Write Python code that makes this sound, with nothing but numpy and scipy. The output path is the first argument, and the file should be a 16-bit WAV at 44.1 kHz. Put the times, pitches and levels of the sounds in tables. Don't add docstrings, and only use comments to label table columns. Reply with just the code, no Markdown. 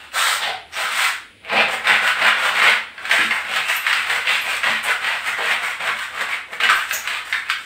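import sys
import numpy as np
from scipy import signal
from scipy.fft import rfft, irfft, next_fast_len
from scipy.io import wavfile
from scipy.ndimage import uniform_filter1d, minimum_filter1d, map_coordinates

SR = 44100
rng = np.random.default_rng(int(sys.argv[2]) if len(sys.argv) > 2 else 0)


def bounce(signal):
    frames = np.transpose(np.atleast_2d(signal))
    limited = np.clip(frames, -1, 1)
    pcm = np.round(limited * 32767).astype(np.int16)
    wavfile.write(sys.argv[1], SR, pcm)


N = 337365
T = np.arange(N) / SR
SIZE = next_fast_len(N + SR)
FREQ = np.fft.rfftfreq(SIZE, 1 / SR)


# (frequency [Hz], gain [dB])
RASP_COLOUR = [(120, -19.5), (200, -16.5), (340, -20), (460, -8.5), (750, -3.5), (1000, -4), (1400, 1.5),
               (2050, 3), (3000, -2.5), (4200, -12.5), (6400, -25), (8400, -17), (10500, -34), (15000, -28)]
# (time [s], skim [0 = bearing down, 1 = on its tip])
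SKIMMING = [(0.2, 0.88), (0.48, 0.78), (0.8, 0.3), (1.1, 0.27), (1.45, 0.039), (7.6, 0.022)]
def scraping():
    blade_gain, bite_gain, thrum_gain, hiss_gain = stroke_gains()
    catching = amp(2 * wobble(130)) * (1 + 1.13 * np.minimum(snags(rate=90, t60=0.012), 1))
    coarse = unit(catching * grit(rate=1800, spread_db=4, dust=0.3))
    splits = unit(snags(rate=45, t60=0.005) * rng.standard_normal(N))
    sand = unit(catching * grit(rate=3800, spread_db=1.5, dust=0.44))
    fine = 0.22 * coarse + sand + 0.37 * splits
    tip = unit(catching * grit(rate=2500, spread_db=6, dust=0.78))
    colour = amp(along(RASP_COLOUR, FREQ))
    skim = np.interp(T, *np.transpose(SKIMMING))

    def voice(grains, lo_hz, hi_hz):
        return unit(filtered(grains, causal(colour * band(lo_hz, hi_hz))))

    pressed, light = np.sqrt(1 - skim), np.sqrt(skim)
    floor = pressed * voice(coarse, 146, 802) + light * voice(tip, 565, 860)
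    edge = pressed * voice(coarse, 2055, 4760) + light * voice(tip, 3480, 4730)
    thrum = amp(-2 + 3 * wobble(28)) * thrum_gain * floor
    blade = amp(-0.2) * blade_gain * voice(coarse, 932, 2120)
    bite = amp(0.5) * bite_gain * edge
    hiss = amp(0.86) * hiss_gain * voice(fine, 5660, 18000)
    crust_thickness = amp(0.31 * wobble(30))
    return crust_thickness * (thrum + blade + bite + hiss)


def grit(rate, spread_db, dust):
    hits = (rng.random(N) < rate / SR) * rng.choice([-1, 1], N)
    sizes = amp(spread_db * np.clip(rng.standard_normal(N), -2, 2))
    return unit(unit(hits * sizes) + dust * rng.standard_normal(N))


def snags(rate, t60):
    starts = (rng.random(N) < rate / SR) * rng.uniform(0.29, 1, N)
    return signal.lfilter([1], [1, -amp(-60 / (t60 * SR))], starts)


# (time [s], length [s], lead-in [s], crest [share of length], ring pitch [Hz],
#  blade level [dB], edge bite [dB], floor thrum [dB], sand hiss [dB])
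SHOVES = [(-0.027, 0.081, 0.06, 0.2, 2770, -37, -6, -9, -13.5),
          (0.146, 0.19, 0.044, 0.23, 1300, -18.5, -4.0, -10, -5.5),
          (0.406, 0.086, 0.06, 0.19, 2050, -24.5, 1, -5, -15.5),
          (0.743, 0.13, 0.07, 0.39, 1330, -24, -0.5, -9.5, -8.5),
          (0.924, 0.15, 0.129, 0.5, 2010, -17.5, -3, -22.5, -9.5),
          (1.515, 0.11, 0.12, 0.79, 2580, -16, -0.5, -2, -23.5),
          (1.684, 0.064, 0.005, 0.85, 2120, -22.5, -3.5, -5.5, -12.5),
          (1.851, 0.11, 0.108, 0.36, 2290.0, -15, -3, -14.0, -19.5),
          (2.02, 0.08, 0.059, 0.61, 1440.0, -16.0, -2.5, -10.5, -16),
          (2.184, 0.11, 0.066, 0.92, 1415, -12.0, -3, -14, -20),
          (2.365, 0.13, 0.004, 0.77, 1500, -18.5, -1.5, -11, -15),
          (2.54, 0.17, 0.0034, 0.7, 2140, -13.5, -2.0, -13, -18),
          (3, 0.08, 0.33, 1, 1440, -31.5, -1.5, -9.5, -17),
          (3.102, 0.13, 0.11, 0.13, 1660, -20, 0.5, -12.5, -12.5),
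          (3.293, 0.083, 0.023, 0.25, 2140, -22.5, -7.5, -13, -15.5),
          (3.487, 0.12, 0.24, 0.58, 2690.0, -22, 0, -14, -14),
          (3.663, 0.096, 0.029, 0.36, 2670, -19.5, -3.5, -25.0, -10),
          (3.851, 0.17, 0.146, 0.099, 1910, -22, -0.5, -18.5, -15),
          (4.066, 0.11, 0.06, 0.55, 1960.0, -21, -1.5, -14.5, -12.5),
          (4.264, 0.099, 0.069, 0.21, 2500, -19, 2.5, -14.5, -13.5),
          (4.445, 0.13, 0.14, 0.51, 2440, -22, -2, -13.5, -11.5),
          (4.635, 0.11, 0.061, 0.34, 1950, -17.0, -1.5, -20.5, -18.5),
          (4.84, 0.094, 0.029, 0.69, 1360, -20.5, -2.5, -12, -15),
          (5.012, 0.16, 0.048, 0.26, 1940, -22.5, -1.5, -14, -17),
          (5.228, 0.093, 0.073, 0.47, 1330, -23, -3.5, -17.5, -13.0),
          (5.37, 0.16, 0.0066, 1, 1900, -18, -2.5, -11.5, -16.5),
          (5.617, 0.096, 0.071, 0.22, 2220, -21.5, -4.5, -13.5, -13.5),
          (5.808, 0.093, 0.08, 1, 1160, -21, -2, -11.5, -16.5),
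          (5.956, 0.093, 0.01, 0.7, 1570, -26.5, -3, -24, -11.5),
          (6.131, 0.095, 0.089, 1, 1230.0, -25.5, -1.5, -7, -14.5),
          (6.286, 0.066, 0.004, 0.56, 2280, -22, -3.5, -18.5, -16.5),
          (6.522, 0.03, 0.12, 0.4, 2150.0, -31, -5, -4.5, -12),
          (6.601, 0.045, 0.0034, 0.99, 1690, -19.5, 2.5, -6.5, -12.5),
          (6.692, 0.12, 0.004, 0.05, 1430, -23.5, -1, -15.5, -12),
          (6.869, 0.108, 0.088, 0.55, 1880, -30.5, 1.5, -11.5, -3.5),
          (7.059, 0.11, 0.12, 0.41, 1260.0, -24.5, 0.5, -14, -14),
          (7.25, 0.11, 0.0098, 0.78, 1770, -30, -4, -19, -8),
          (7.472, 0.032, 0.14, 0.8, 2530.0, -26.5, -4, -19.5, -17),
          (7.583, 0.056, 0.11, 0.94, 2560.0, -48, 4.5, 0.5, 3)]
def stroke_gains(thrum_fade_db=4.5):
    power = np.zeros((4, N))
    for s, length, lead_in, crest, _, db, bite_db, thrum_db, hiss_db in SHOVES:
        span, effort_db = effort(s, length, lead_in, crest)
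        lean_db = thrum_fade_db * (0.5 - np.clip((T[span] - s) / length, 0, 1))
        level = db + effort_db
        power[:, span] += amp([level, level + bite_db, level + thrum_db + lean_db, level + hiss_db]) ** 2
    return np.sqrt(power)


def effort(s, length, lead_in, crest, rest_db=-44.5, start_db=-7.5, end_db=-5):
    release = min(0.18, 1.6 * length)
    crest_s = np.clip(crest, 0.05, 0.95) * length
    corners = s + np.array([-lead_in, 0, crest_s, length, length + release])
    span = slice(*np.searchsorted(T, corners[[0, -1]]))
    return span, np.interp(T[span], corners, [rest_db, start_db, 0, end_db, rest_db])


def blade_ring(ring_db=-6, width_hz=150):
    out = np.zeros(N)
    grains = filtered(grit(rate=830, spread_db=2, dust=0.3), causal(band(1010, 3480)))
    for s, length, lead_in, crest, hz, db, *_ in SHOVES:
        span, effort_db = effort(s, length, lead_in, crest)
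        ring = signal.lfilter(*signal.iirpeak(hz, hz / width_hz, SR), grains[span])
        out[span] += amp(db + ring_db + effort_db) * unit(ring)
    return out


# (frequency [multiple of ring pitch], level [dB], t60 [s])
BLADE_MODES = [(.66, 4, 0.01), (1, 20, 0.012), (1.28, -3, .007), (1.8, -25, .006)]
# (time [s], level [dB], ring pitch [Hz], relative crack level [dB])
LUMPS = [(0.118, -35, 2530, -27), (1.448, -33.5, 2250, -21), (1.528, -22, 2320, -18),
         (1.871, -11.5, 1830, -21.5), (2.642, -15, 1860, -31), (2.979, -26, 1590, -39),
         (3.053, -21.5, 1740, -18), (3.112, -8, 2130, -20.5), (3.183, -18, 2360, -23),
         (3.309, -14, 2050, -40), (3.538, -17.5, 2770, -17), (3.8654, -11, 1910, -24),
         (3.928, -12, 2020, -16.5), (4.272, -17, 2130, -25), (4.291, -15, 1870, -27),
         (4.633, -18.5, 2060, -32), (5.889, -16.5, 1640, -25), (6.177, -24.5, 1390, -28),
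         (6.21, -17, 1680, -18), (6.531, -25, 1860, -30), (6.603, -15.5, 2070, -30),
         (6.635, -12.5, 2880, -22), (6.654, -13, 1860, -34), (6.690, -10, 1530, -23),
         (6.698, -7.5, 1470, -20), (6.91, -15.5, 1870, -25), (7.074, -17, 2600, -14),
         (7.3264, -12.5, 1880, -38), (7.341, -21, 1690, -30), (7.4995, -11, 2510, -18.5)]
def knocks():
    blows, cracks, t = np.zeros(N), np.zeros(N), np.arange(SR // 20) / SR
    colour = amp(along(RASP_COLOUR, FREQ))
    crumbs = unit(filtered(rng.standard_normal(N), colour * band(1030, 5950)))
    chips = unit(filtered(rng.standard_normal(N), colour * band(3930, 18000)))

    def burst(noise, t60):
        return noise[rng.integers(N - len(t)):][:len(t)] * amp(-60 * t / t60)

    def sized(x):
        return x / np.linalg.norm(x) * np.sqrt(0.006 * SR)

    for s, db, hz, crack_db in LUMPS:
        phases = rng.uniform(0, 2 * np.pi, len(BLADE_MODES))
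        ring = sum(amp(level - 60 * t / t60) * np.sin(2 * np.pi * hz * ratio * t + phase)
                   for (ratio, level, t60), phase in zip(BLADE_MODES, phases))
        chatter = ring.copy()
        add(chatter, rng.uniform(0.0012, 0.0028), 0.8 * ring)
        crunch = amp(1) * sized(burst(crumbs, t60=0.028))
        add(blows, s, amp(db) * sized(sized(chatter) + crunch))
        add(cracks, s, amp(db + crack_db) * sized(burst(chips, t60=0.062)))
    return amp(1.5) * filtered(blows, causal(band(1050, 4800))) + amp(6) * cracks


# (time [s], length [s], pitch [Hz], width [Hz], level [dB])
STICK_SLIPS = [(0.139, 0.21, 3770, 450, -28), (.445, 0.084, 755, 99, -24.5),
               (0.718, 0.051, 5570, 500, -38.5), (0.802, .1, 1367, 130, -25), (1.55, 0.065, 2480, 220, -16),
               (3.181, 0.045, 1806, 300, -16.5), (3.758, 0.016, 13300, 1500, -24.5),
               (3.893, 0.044, 1950, 260, -23), (4.406, .025, 12100, 1800, -36),
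               (4.826, 0.04, 8600, 1300, -30.5), (4.828, .03, 13500, 2000, -36),
               (5.266, .035, 2092, 300, -19), (6.306, .035, 2168, 296, -22.5), (6.686, .04, 1481, 280, -15),
               (6.748, .03, 14200, 1428, -35), (6.918, .045, 14300, 1640, -26.5),
               (6.923, .045, 6700, 800, -24.5), (7.334, .02, 1762, 298, -17.5),
               (7.501, 0.031, 3150, 300, -26.5), (7.491, .02, 4620, 250, -29.5)]
def squeals():
    out = np.zeros(N)
    for s, length, hz, width_hz, db in STICK_SLIPS:
        t = np.arange(int(length * SR)) / SR
        pole = np.exp(-2 * np.pi * width_hz / SR)
        noise = rng.standard_normal((2, SR // 2))
        flutter = signal.lfilter([1], np.poly([pole, pole]), noise)[:, -len(t):]
        phase = 2 * np.pi * hz * t
        tone = unit(flutter[0] * np.cos(phase) + flutter[1] * np.sin(phase))
        add(out, s, amp(db) * np.sin(np.pi * t / length) * tone)
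    return out


# (time [s], pitch [Hz], level [dB])
TILE_THUMPS = [(1.902, 215, -35), (2.2, 220, -30), (3.185, 236, -19.5), (4.336, 199, -38),
               (4.672, 208, -28.5), (5.378, 605, -14), (5.88, 250, -35), (6.648, 333, -31)]
def thumps(rise_s=0.0081, t60=0.18):
    out, t = np.zeros(N), np.arange(SR // 6) / SR
    for s, hz, db in TILE_THUMPS:
        tile = signal.butter(3, [0.7 * hz, 1.6 * hz], 'band', fs=SR, output='sos')
        shudder = unit(signal.sosfilt(tile, rng.standard_normal(len(t))))
        envelope = amp(db - 6.5 - 60 * t / t60) * (1 - np.exp(-t / rise_s))
        add(out, s, envelope * shudder)
    return out


# (frequency [Hz], t60 [s])
ROOM_DECAY = [(150, 0.34), (500, 0.36), (1400, 0.42), (3700, 0.41), (9700, 0.32), (15000, 0.28)]
def wall_tails(count, build_s):
    noise = rng.standard_normal((count, SR // 2), dtype=np.float32)
    hz, t, spectra = signal.stft(noise, SR, nperseg=256)
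    decay = amp(-60 * t / along(ROOM_DECAY, hz)[:, None]).astype(np.float32)
    tails = signal.istft(spectra * decay, SR, nperseg=256)[1]
    tails *= np.clip(np.arange(tails.shape[1]) / SR / build_s, 0, 1) ** 2
    return tails / np.linalg.norm(tails, axis=1, keepdims=True)


# (frequency [Hz], width [Hz], level [dB])
ROOM_MODES = [(137.4, 4.4, 8.5), (223.7, 5.2, 10.5), (473, 12, -3.5), (600, 10, -14), (885, 12, -13),
              (1490, 23, -9)]
def bathroom(x, block=3072):
    still_tail, *tails = wall_tails(count=22, build_s=0.0047)
    window = signal.windows.cosine(block)
    moving = np.zeros(N)
    for k, start in enumerate(range(0, N, block // 2)):
        piece = x[start:start + block]
        add(moving, start / SR, signal.fftconvolve(piece * window[:len(piece)], tails[k % len(tails)]))
    still = signal.fftconvolve(x, still_tail)[:N]
    still_share = 0.29 / (1 + (FREQ / 2500) ** 2)
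    echo = filtered(moving, np.sqrt(1 - still_share)) + filtered(still, np.sqrt(still_share))
    return filtered(echo, 1 + sum(amp(db) * resonance(hz, width) for hz, width, db in ROOM_MODES))


# (frequency [Hz], gain [dB])
HISS_COLOUR = [(25, -18), (48, -24), (68, -1), (95, 1.5), (125, -2), (250, 2), (500, 1.5), (1000, -18),
               (2400, 2), (3600, -2), (6000, -23), (10500, -13), (11500, -28)]
# (frequency [Hz], level [dB])
HUM_TONES = [(71, -61), (92, -63.5)]
def room_tone():
    hiss = amp(-51) * unit(filtered(rng.standard_normal(N), amp(along(HISS_COLOUR, FREQ))))
    hum = sum(amp(db + 2.6 * wobble(4.16)) * np.sin(2 * np.pi * hz * T + 3.3 * wobble(15))
              for hz, db in HUM_TONES)
    return hiss + hum


def amp(db):
    return 10 ** (np.asarray(db) / 20)


def unit(x):
    return x / np.sqrt(np.mean(x ** 2) + 1e-20)


def along(points, hz):
    knots_hz, values = np.transpose(points)
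    return np.interp(np.log(hz + 1), np.log(knots_hz + 1), values)


def wobble(rate):
    return map_coordinates(rng.standard_normal(int(N * rate / SR) + 4), [T * rate])


def filtered(x, response):
    return irfft(rfft(x, SIZE) * response, SIZE)[:N]


def causal(gain):
    cepstrum = irfft(np.log(np.maximum(gain, 1e-6)), SIZE)
    cepstrum[1:SIZE // 2] *= 2
    cepstrum[SIZE // 2 + 1:] = 0
    return np.exp(rfft(cepstrum))


def resonance(hz, width_hz):
    return 1j * FREQ * width_hz / (hz * hz - FREQ ** 2 + 1j * FREQ * width_hz)


def band(lo_hz, hi_hz, order=10):
    return np.sqrt((1 - 1 / (1 + (FREQ / lo_hz) ** order)) / (1 + (FREQ / hi_hz) ** order))


def add(track, s, sound):
    part = track[max(0, round(s * SR)):][:len(sound)]
    part += sound[:len(part)]


def scene():
    tool = scraping() + blade_ring() + knocks() + thumps() + squeals()
    return (amp(-3.5) * tool + amp(-2.5) * bathroom(tool) + room_tone())[None]


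def record(dry, ceiling=0.88, hold_samples=221, top_hz=15650):
    needed = ceiling / np.maximum(np.abs(dry[0]), ceiling)
    gain = uniform_filter1d(minimum_filter1d(needed, hold_samples), hold_samples)
    return filtered(dry[0] * gain, FREQ < top_hz)[None]


dry = scene()
out = record(dry)
bounce(out)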